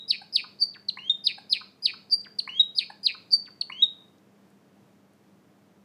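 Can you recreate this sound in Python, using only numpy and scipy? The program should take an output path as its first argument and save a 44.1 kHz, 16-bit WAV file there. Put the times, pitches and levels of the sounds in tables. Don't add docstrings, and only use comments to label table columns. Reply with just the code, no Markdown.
import sys
import numpy as np
from scipy import signal
from scipy.fft import rfft, irfft
from scipy.io import wavfile

SR = 44100
rng = np.random.default_rng(int(sys.argv[2]) if len(sys.argv) > 2 else 0)


def digitize_waveform(pressure):
    field = np.atleast_2d(pressure).T
    bounded = np.clip(field, -1, 1)
    quanta = np.round(bounded * 32767).astype(np.int16)
    wavfile.write(sys.argv[1], SR, quanta)


N = 257544
LEAD = SR // 4


def gain_of(db):
    return 10 ** (np.asarray(db) / 20)


def unit_rms(x):
    return x / np.sqrt(np.mean(x ** 2) + 1e-20)


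def curve_at(points, hz):
    points_hz, values = np.transpose(points)
    return np.interp(np.log(hz + 1), np.log(points_hz + 1), values)


def add(track, start_s, sound):
    part = track[max(LEAD + round(start_s * SR), 0):][:len(sound)]
    part += sound[:len(part)]


def ramp(t, length_s):
    return np.sin(np.pi / 2 * np.clip(t / length_s, 0, 1)) ** 2


def arch(t, width_s):
    return np.exp(-(t / width_s) ** 2)


def envelope(t, attack_s, release_s):
    return ramp(t - t[0], attack_s) * ramp(t[-1] - t, release_s)


def wander(t, rate_hz):
    speeds, starts = rng.random((2, 16, 1))
    coarse_t = np.linspace(t[0], t[-1], int((t[-1] - t[0]) * rate_hz * 20) + 2)
    motions = np.sin(2 * np.pi * (speeds * rate_hz * coarse_t + starts))
    return np.interp(t, coarse_t, motions.sum(0) / np.sqrt(8))


def rasp(t, phase, spread_hz):
    return wander(t, spread_hz) * np.sin(phase) + wander(t, spread_hz) * np.cos(phase)


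def pulsing(t, depth, pulse_hz):
    turns = pulse_hz * t + .0796 * wander(t, 70)
    opening = abs(np.cos(np.pi * turns)) ** 3
    return 1 - np.clip(depth, 0, 1) * (1 - opening)


# pitch_hz, second_db, third_db
HEARD_OVERTONES = [(2200, -40.5, -51), (2843, -30.5, -42), (3640, -32, -56), (3663, -46.5, -64),
                   (4145, -36, -58.5), (4684, -27.5, -42), (4816, -24.5, -35)]
def syrinx(gesture, notes, pulse_hz, jitter, husk, fizz_db=-60, clean=.8, rough=.45, spread_hz=300):
    out = np.zeros(LEAD + N)
    pitches, *overtones_db = np.transpose(HEARD_OVERTONES)
    for time_s, level_db, *shape in notes:
        t, hz, force, depth = gesture(*shape)
        hz = hz * (1 + jitter * wander(t, 350))
        phase = 2 * np.pi * np.cumsum(hz) / SR
        tone = np.sin(phase) + husk * depth * rasp(t, phase, 600)
        onset = np.interp(t, [0, .006], [1, 0])
        tone += gain_of(fizz_db) * onset * rasp(t, 1.2 * phase, 1400)
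        for k, overtone_db in enumerate(overtones_db, 2):
            overtone = clean * np.sin(k * phase) + rough * rasp(t, k * phase, spread_hz)
            tone += gain_of(np.interp(hz, pitches, overtone_db)) * overtone
        swell = force * gain_of(level_db + .4 * wander(t, 150)) * signal.windows.tukey(len(t), .05)
        add(out, time_s + t[0], tone * swell * pulsing(t, depth, pulse_hz))
    return out


# time_s, level_db, pitch_hz, sag_hz_per_s, hold_s
CHIP_NOTES = [(-.075, -9.5, 3905, 8000, 0.0085), (1.099, -12, 3710, 4500, .004),
              (2.598, -10, 3882, 7000, .009), (3.825, -10.5, 3859, 9000, 0.012)]
def chip(top_hz, sag_hz_per_s, hold_s, attack_s=.0064, scoop_hz=401, fade_db_per_s=678.5):
    t = np.arange(-.005, .027, 1 / SR)
    scoop = scoop_hz * (1 - ramp(t - t[0], attack_s))
    hz = top_hz - scoop - sag_hz_per_s * np.maximum(t, 0)
    force = gain_of(-fade_db_per_s * np.maximum(t - hold_s, 0))
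    return t, hz, force * envelope(t, attack_s, release_s=.005), 0


# frequency_hz, t60_s
ROOM_DECAY = [(800, 0.28), (2500, 0.4), (4000, 0.36), (5000, 0.39), (9500, 0.13), (15000, 0.17)]
# frequency_hz, level_db
ROOM_TAIL = [(800, -13.5), (2500, -11.5), (4000, -15), (5500, -8.5), (8500, -6), (15000, -6)]
def room(song, early_db=-21, build_s=.0017, tap_count=2000, tap_spacing=16, echo_count=6):
    taps = np.zeros((tap_count, tap_spacing))
    signs = rng.choice([-1., 1.], tap_count)
    taps[np.arange(tap_count), rng.integers(0, tap_spacing, tap_count)] = signs
    hz, t, spectrum = signal.stft(taps.ravel(), SR, nperseg=256)
    t60 = curve_at(ROOM_DECAY, hz)[:, None]
    unit_energy = np.sqrt(2 * np.log(1000) * tap_spacing / (t60 * SR))
    colour = gain_of(curve_at(ROOM_TAIL, hz))[:, None]
    decay = np.exp(-np.log(1000) * t / t60)
    tail = signal.istft(spectrum * unit_energy * colour * decay, SR, nperseg=256)[1]
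    response = tail * (1 - arch(np.arange(len(tail)) / SR, build_s))
    delays_s = rng.uniform(.0013, .016, echo_count)
    echoes = gain_of(early_db) * rng.choice([-1, 1], echo_count) / np.sqrt(echo_count)
    response[(delays_s * SR).astype(int)] += echoes
    return signal.fftconvolve(song, response)[:len(song)]


# frequency_hz, relative_density_db
AIR_SPECTRUM = [(65, -48.5), (110, -14), (196, -8), (227, -13), (303, -11), (366, -14.5), (440, -16),
                (531, -19.5), (613, -18), (770, -21.5), (3640, -36), (6110, -39), (9630, -44),
                (14300, -44.5), (15500, -46.5)]
def room_air(level_db=-61):
    t, hz = np.arange(N) / SR, np.fft.rfftfreq(N, 1 / SR)
    colour = gain_of(curve_at(AIR_SPECTRUM, hz))
    air = irfft(rfft(rng.standard_normal(N)) * colour, N)
    return unit_rms(air) * gain_of(level_db + .56 * wander(t, 3))


# pitch_hz, rms_db
HUM_TONES = [(98, -75.5), (199.3, -65.5), (441, -76)]
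def mains_hum(flutter=.264):
    out, t = np.zeros(N), np.arange(N) / SR
    for hz, rms_db in HUM_TONES:
        swell = 1 + flutter * wander(t, 40)
        phase = 2 * np.pi * hz * t + .3 * wander(t, 7.8)
        out += gain_of(rms_db) * unit_rms(swell * np.sin(phase))
    return out


# accent_s, level_db, top_pitch_hz, lead_in_s
SLUR_NOTES = [(0.108, -11.5, 5124, 0.031), (0.36, -10, 5140, 0.038), (1.270, -10.5, 5064, 0.034),
              (1.528, -10, 5150, 0.035), (1.858, -10.5, 5110, 0.038), (2.787, -11.5, 5087, 0.04),
              (3.066, -9.5, 5000, 0.038)]
def slur(top_hz, lead_s, low_hz=2394, drop_s=.019, creep_hz_per_s=7800, waver_hz=120,
         swell_db_per_s=425, fade_db_per_s=30.5):
    t = np.arange(-lead_s, .056, 1 / SR)
    since_drop = t + .0084
    before, after = np.maximum(-since_drop, 0), np.maximum(since_drop, 0)
    height = np.exp(-(after / drop_s) ** 1.49)
    hz = low_hz + (top_hz - low_hz) * height - creep_hz_per_s * before
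    unsettled = np.sqrt(before / lead_s)
    hz += waver_hz * unsettled * wander(t, 90)
    lead_db = -14 - swell_db_per_s * before
    tail_db = -16.5 - fade_db_per_s * after
    broken = ramp(t, .015)
    accent = arch(t - .0024, width_s=.0043)
    force = gain_of((1 - broken) * lead_db + broken * tail_db) + accent
    depth = .65 * unsettled + .92 * ramp(after, .027)
    return t, hz, force * envelope(t, attack_s=.007, release_s=.01037), depth


# pitch_hz, length_s, octave_db, pulse_depth, bend_ratio, hiss_db
CLUCK_REGISTERS = [(840, .014, -5, 0, 0.04, -26), (1096, 0.011, 6, 0.2, .36, -32.5),
                   (1220, 0.017, -22, 0.95, 0.22, -39.5)]
# centre_s, pitch_hz, level_db
CLUCK_NOTES = [(.220, 797, -41), (.445, 1247, -35), (0.976, 1050, -36), (1.385, 812, -40),
               (1.616, 1274, -33.5), (1.942, 1327, -36.5), (2.479, 1070, -33.5), (2.905, 851, -39),
               (3.151, 1286, -34), (3.702, 1057, -34.5)]
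def clucks(pulse_hz=210, husk=.34, hiss_hz=8800):
    out = np.zeros(LEAD + N)
    pitches, *voice = np.transpose(CLUCK_REGISTERS)
    for centre_s, hz, level_db in CLUCK_NOTES:
        length_s, octave_db, depth, bend, hiss_db = (np.interp(hz, pitches, column) for column in voice)
        t = np.arange(-length_s / 2, length_s / 2, 1 / SR)
        pressure = np.hanning(len(t))
        phase = 2 * np.pi * np.cumsum(hz * (1 + bend * (pressure - .84))) / SR
        tone = np.sin(phase) + gain_of(octave_db) * np.sin(2 * phase)
        tone *= 1 + husk * wander(t, 260)
        tone += gain_of(hiss_db) * rasp(t, 2 * np.pi * hiss_hz * t, 1400)
        add(out, centre_s + t[0], gain_of(level_db) * pressure * tone * pulsing(t, depth, pulse_hz))
    return out


# peak_s, level_db, pitch_hz, overshoot_hz, lead_in_s, fade_db_per_s
PEEP_NOTES = [(.627, -12.5, 4534, 480, 0.043, 649), (2.131, -13.5, 4616, 430, 0.035, 151),
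              (3.339, -9, 4558, 290, .035, 802)]
def peep(held_hz, overshoot_hz, lead_s, fade_db_per_s, swell_db_per_s=1002.5, lift_hz=128):
    t = np.arange(-lead_s, .02, 1 / SR)
    before, after = np.maximum(-t - .002, 0), np.maximum(t - .002, 0)
    hz = held_hz + overshoot_hz * arch(t + .019, width_s=.0082) + lift_hz * ramp(t, .01)
    force = gain_of(-swell_db_per_s * before - fade_db_per_s * after)
    depth = .97 * ramp(-t, lead_s)
    return t, hz, force * envelope(t, attack_s=.004, release_s=.006), depth


# start_s, level_db (6 dB above the opening rms), centre_hz
TICKS_AND_FIZZES = [(.646, -59, 12700), (2.214, -47, 7290), (2.397, -48, 8500), (3.033, -45.5, 6500),
                    (3.327, -40.5, 6200), (4.183, -58.5, 4500), (4.503, -57, 9000), (5.135, -60, 8980)]
def ticks_and_fizzes(decay_s=.00072):
    out, t = np.zeros(LEAD + N), np.arange(512) / SR
    for start_s, level_db, hz in TICKS_AND_FIZZES:
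        colour = signal.butter(2, [hz * .72, hz * 1.35], "band", fs=SR)
        burst = signal.lfilter(*colour, rng.standard_normal(len(t)) * np.exp(-t / decay_s))
        opening_rms = np.sqrt(np.mean(burst[t < decay_s] ** 2))
        add(out, start_s, gain_of(level_db) * burst / opening_rms / 2)
    return out


# start_s, level_db, start_pitch_hz
RATTLE_NOTES = [(.731, -42.5, 4550), (2.234, -41, 4722), (3.452, -45, 4090)]
def rattle(start_hz, low_hz=1380, start_db=-8, depth=.79):
    t = np.arange(0, .045, 1 / SR)
    height = arch(t, width_s=.02)
    hz = low_hz + (start_hz - low_hz) * height
    force = gain_of(start_db * height)
    return t, hz, force * envelope(t, attack_s=.004, release_s=.011), depth


# peak_s, level_db, middle_pitch_hz, attack_s
FLICK_NOTES = [(0.892, -16.5, 4170, .009), (2.394, -16, 4346, .009), (3.614, -15.5, 4480, 0.0042)]
def flick(middle_hz, attack_s, bend_hz=150.5, bend_s=.003, low_hz=2900, hold_s=.00078,
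          fade_db_per_s=2401):
    t = np.arange(-attack_s, .013, 1 / SR)
    hz = np.maximum(middle_hz - bend_hz * np.sinh(t / bend_s), low_hz)
    force = ramp(t + attack_s, attack_s) * gain_of(-fade_db_per_s * np.maximum(t - hold_s, 0))
    depth = .43 * ramp(t, .013)
    return t, hz, force, depth


# start_s, level_db, pitch_hz
WHISTLE_NOTES = [(0.983, -35, 2830), (2.487, -30, 2895), (3.717, -32, 2907)]
def whistle(pitch_hz, length_s=.108, scoop_hz=607.6, rise_hz=419.5, push_s=.014):
    t = np.arange(0, length_s, 1 / SR)
    scoop = scoop_hz * (1 - ramp(t, .0083))
    climb = rise_hz * ramp(t - push_s, length_s - push_s)
    push_db = 8 * arch(t, push_s)
    slack_db = -10.5 * arch(t - .037, width_s=.04)
    force = gain_of(push_db + slack_db) * envelope(t, attack_s=.008, release_s=.008)
    return t, pitch_hz - scoop + climb, force, 0


def scene(soft_wet_db=4, chip_wet_db=1):
    chips = syrinx(chip, CHIP_NOTES, pulse_hz=180, jitter=.0046, husk=0, fizz_db=-41.5)
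    slurs = syrinx(slur, SLUR_NOTES, pulse_hz=183.4, jitter=.015, husk=.2747, fizz_db=-42,
                   clean=.66, rough=.5, spread_hz=270)
    peeps = syrinx(peep, PEEP_NOTES, pulse_hz=190, jitter=.005, husk=.45, fizz_db=-39,
                   clean=.676, rough=.22, spread_hz=400)
    rattles = syrinx(rattle, RATTLE_NOTES, pulse_hz=164, jitter=.074, husk=.55)
    flicks = syrinx(flick, FLICK_NOTES, pulse_hz=197, jitter=.008, husk=.38, fizz_db=-37,
                    clean=.83, rough=.46)
    whistles = syrinx(whistle, WHISTLE_NOTES, pulse_hz=180, jitter=.004785, husk=0, clean=.7, rough=.5)
    bright = slurs + peeps + ticks_and_fizzes() + flicks
    soft = clucks() + rattles + whistles
    ring = room(bright + gain_of(soft_wet_db) * soft + gain_of(chip_wet_db) * chips)
    song = (bright + soft + chips + ring)[LEAD:]
    return (song + room_air() + mains_hum())[None]


def record(dry, low_cut_hz=85, top_hz=15400):
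    low_cut = signal.butter(4, low_cut_hz, "high", fs=SR, output="sos")
    band_limit = signal.firwin(511, top_hz, window=("kaiser", 9), fs=SR)
    return signal.oaconvolve(signal.sosfilt(low_cut, dry), band_limit[None], "same")


dry = scene()
out = record(dry)
digitize_waveform(out)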